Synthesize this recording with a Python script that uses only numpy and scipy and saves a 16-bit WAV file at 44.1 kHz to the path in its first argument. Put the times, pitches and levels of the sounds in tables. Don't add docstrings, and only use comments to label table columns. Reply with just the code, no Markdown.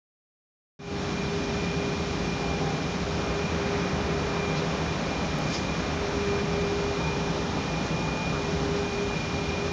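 import sys
import numpy as np
from scipy import signal
from scipy.fft import rfft, irfft
from scipy.io import wavfile

SR = 44100
rng = np.random.default_rng(int(sys.argv[2]) if len(sys.argv) > 2 else 0)


def persist_wave(psi):
    counts = np.round(np.clip(psi, -1, 1) * 32767).astype(np.int16)
    wavfile.write(sys.argv[1], SR, np.atleast_2d(counts).T)


N = 428652
TIME = np.arange(N) / SR
FREQS = np.fft.rfftfreq(N, 1 / SR)

# frequency in Hz, relative strength in dB.
ROAR_COLOUR = [(150, -22), (280, -2.5), (380, 0.5), (520, 1), (750, -1.5), (900, -3), (1100, -4.5),
               (1350, -6), (1700, -10), (2200, -12.5), (3000, -19), (5000, -38)]
BOOM_COLOUR = [(10, -32), (25, -21), (42, -11), (57, 2.5), (80, 0), (95, 0.5), (110, -6.5), (160, -31)]
RUMBLE_COLOUR = [(70, -27.5), (105, -11.5), (135, -3.5), (170, 1), (215, -4.5), (290, -6), (370, -14.5),
                 (600, -38)]
HISS_COLOUR = [(1400, -17.5), (2200, -2), (2900, 0.5), (3900, 1.5), (4600, -2), (5100, -2.5), (5520, 1.5),
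               (5900, -3.5), (6600, -7.5), (10000, -7.5)]
# time in seconds, level in dB.
ROAR_LEVELS = [(1, -36.5), (4.5, -32.5), (5.5, -33.5), (8.3, -34), (9.7, -35.4)]
BOOM_LEVELS = [(1.5, -39.5), (2.4, -38)]
INTAKE_LEVELS = [(1, -46), (3.2, -51), (3.7, -41), (4.5, -47), (6.2, -45), (7.2, -53.5), (9.7, -47.5)]
HUM_LEVELS = [(1.0, -36.4), (3.08, -39.0), (3.26, -35.3), (4.18, -33.2), (4.66, -37.3), (4.84, -43.0),
              (5.8, -45.0), (6.22, -29.8), (6.64, -30.8), (7.3, -37.1), (8.2, -48.0), (8.32, -37.1),
              (8.5, -31.5), (9.04, -33.0), (9.22, -44.5), (9.34, -34.5), (9.7, -34.7)]
LOW_WHINE_LEVELS = [(0.86, -44.0), (1.0, -52.9), (1.18, -42.9), (1.36, -54.2), (1.72, -43.9), (2.08, -48.9),
                    (2.62, -42.0), (2.98, -52.2), (3.64, -44.8), (4.0, -54.0), (4.48, -40.6), (4.66, -48.5),
                    (6.7, -43.8), (6.88, -48.2), (9.04, -51.5), (9.22, -43.1), (9.7, -47.9)]
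HIGH_WHINE_LEVELS = [(0.86, -46.0), (1.0, -53.0), (1.6, -45.3), (2.98, -51.3), (3.46, -42.0), (3.52, -49.4),
                     (5.4, -48.5), (5.7, -42.0), (5.86, -53.1), (6.76, -52.6), (7.12, -41.2), (7.3, -51.6),
                     (8.2, -39.4), (8.5, -47.9), (8.98, -46.0), (9.1, -38.2), (9.34, -50.7), (9.7, -41.7)]
# pitch in Hz, width in Hz, level in dB.
HOUSING_THROB = (165, 15.7, -42.5)
# level in dB at twice its pitch, then at three times its pitch.
OVERTONE_LEVELS = [-50, -54.5]
# pitch in Hz, level in dB.
SHAFT_TONES = [(79.5, -44), (156, -43.5)]
# time of the peak in seconds, level there in dB,
# centre frequency in Hz, width in Hz, fade time in seconds.
ROAR_SWELLS = [(2.605, -41, 800, 32, 0.26), (7.147, -44, 900, 39, 0.29), (8.002, -45.5, 875, 8.3, 0.51),
               (8.35, -39.5, 1250, 350, 0.042)]
SOFT_SCUFFS = [(4.58, -36.5, 4000, 2580, 0.02), (5.542, -34.5, 5140, 4500, 0.044),
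               (5.558, -36.5, 5100, 600, 0.028), (7.868, -40, 5800, 3000, .014)]
# time in seconds, peak in dB, fade time in seconds.
TINY_CLICK = (5.3875, -32, .000028)
# frequency in
# Hz, change in dB.
TREBLE_LOSS = [(6600, 0), (7100, -5.5), (7600, -16), (8000, -42.5), (8350, -22.5), (9100, -19),
               (9700, -27.5), (10500, -51.5), (12000, -56.5)]

BLADE_HZ = 404.5
WHINE_HZ, WHINE_RISE_HZ_PER_S, WHINE_GAP_HZ, WHINE_WAVER_HZ = 2396.5, 0.6, 27.5, 1.4
START_S, OPEN_S, FADE_IN_S, START_GAIN = 0.79, 0.0023, 0.24, 0.12
TOP_HZ = 15800


def fan_roar():
    return airflow(ROAR_COLOUR, curve(ROAR_LEVELS), flutter_db=0.48, flutter_hz=40)


def housing():
    boom = airflow(BOOM_COLOUR, curve(BOOM_LEVELS), flutter_db=0.1, flutter_hz=12)
    rumble = airflow(RUMBLE_COLOUR, level_db=-32.5, flutter_db=0.5, flutter_hz=20)
    hz, width_hz, db = HOUSING_THROB
    surges = gain_of(3 * noise_band(0, width_hz=5))
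    throb = gain_of(db) * unit_level(noise_band(hz, width_hz) * surges)
    return boom + rumble + throb


def blade_hum():
    hum = hall_tone(BLADE_HZ, curve(HUM_LEVELS), echo=0.22, flicker_hz=6.5)
    overtones = sum(hall_tone(multiple * BLADE_HZ, db, echo=0.6, flicker_hz=5.1)
                    for multiple, db in enumerate(OVERTONE_LEVELS, 2))
    return hum + overtones


def hose_hiss():
    level_db = -39.5 + 0.14 * noise_band(0, width_hz=1.8)
    return airflow(HISS_COLOUR, level_db, flutter_db=0.32, flutter_hz=20)


def shaft_throb():
    return sum(hall_tone(hz, db, echo=0.72, flicker_hz=5.5) for hz, db in SHAFT_TONES)


def drive_whines():
    low_hz = WHINE_HZ + WHINE_RISE_HZ_PER_S * TIME
    whines = np.zeros(N)
    for hz, levels in [(low_hz, LOW_WHINE_LEVELS), (low_hz + WHINE_GAP_HZ, HIGH_WHINE_LEVELS)]:
        waver_hz = WHINE_WAVER_HZ * noise_band(0, width_hz=5.3)
        whines += hall_tone(hz + waver_hz, curve(levels), echo=0.26, flicker_hz=7)
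    return whines


def intake_rush():
    return gain_of(curve(INTAKE_LEVELS)) * noise_band(hz=1780, width_hz=1000)


def swells():
    return sum(gain_of(db) * np.exp(-((TIME - peak_s) / fade_s) ** 2) * noise_band(hz, width_hz)
               for peak_s, db, hz, width_hz, fade_s in ROAR_SWELLS)


def scuffs():
    return sum(gain_of(db) * np.exp(-abs(TIME - peak_s) / fade_s) * noise_band(hz, width_hz)
               for peak_s, db, hz, width_hz, fade_s in SOFT_SCUFFS)


def click():
    peak_s, db, fade_s = TINY_CLICK
    offset = (TIME - round(peak_s * SR) / SR) / fade_s
    return gain_of(db) * (1 - 2 * offset ** 2) * np.exp(-offset ** 2)


def airflow(colour, level_db, flutter_db, flutter_hz):
    air = unit_level(coloured(rng.standard_normal(N), colour))
    flutter = gain_of(flutter_db * noise_band(0, flutter_hz))
    return gain_of(level_db) * unit_level(air * flutter)


def hall_tone(hz, level_db, echo, flicker_hz):
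    echoes = noise_band(0, flicker_hz) + 1j * noise_band(0, flicker_hz)
    cycles = np.cumsum(hz * np.ones(N)) / SR
    wave = (1 + echo * echoes) * np.exp(2j * np.pi * cycles)
    return gain_of(level_db) * unit_level(wave.real)


def noise_band(hz, width_hz):
    bell = np.exp(-((FREQS - hz) / width_hz) ** 2)
    return unit_level(irfft(rfft(rng.standard_normal(N)) * bell, N))


def coloured(sound, colour):
    hz, db = np.transpose(colour)
    change_db = np.interp(np.log(FREQS + 1), np.log(hz), db)
    return irfft(rfft(sound) * gain_of(change_db), N)


def curve(rows):
    return np.interp(TIME, *np.transpose(rows))


def gain_of(db):
    return 10 ** (np.asarray(db) / 20)


def unit_level(sound):
    return sound / np.sqrt(np.mean(abs(sound) ** 2) + 1e-20)


def scene():
    air = fan_roar() + housing() + hose_hiss() + intake_rush()
    tones = blade_hum() + shaft_throb() + drive_whines()
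    return (air + tones + swells() + scuffs())[None]


def record(dry):
    gate = np.clip((TIME - START_S) / OPEN_S, 0, 1)
    fade = np.interp(TIME, [START_S, START_S + FADE_IN_S], [START_GAIN, 1])
    sound = coloured(dry[0], TREBLE_LOSS) * fade * gate + click()
    treble_cut = signal.firwin(511, TOP_HZ, window=("kaiser", 9), fs=SR)
    return signal.oaconvolve(sound, treble_cut, "same")[None]


dry = scene()
out = record(dry)
persist_wave(out)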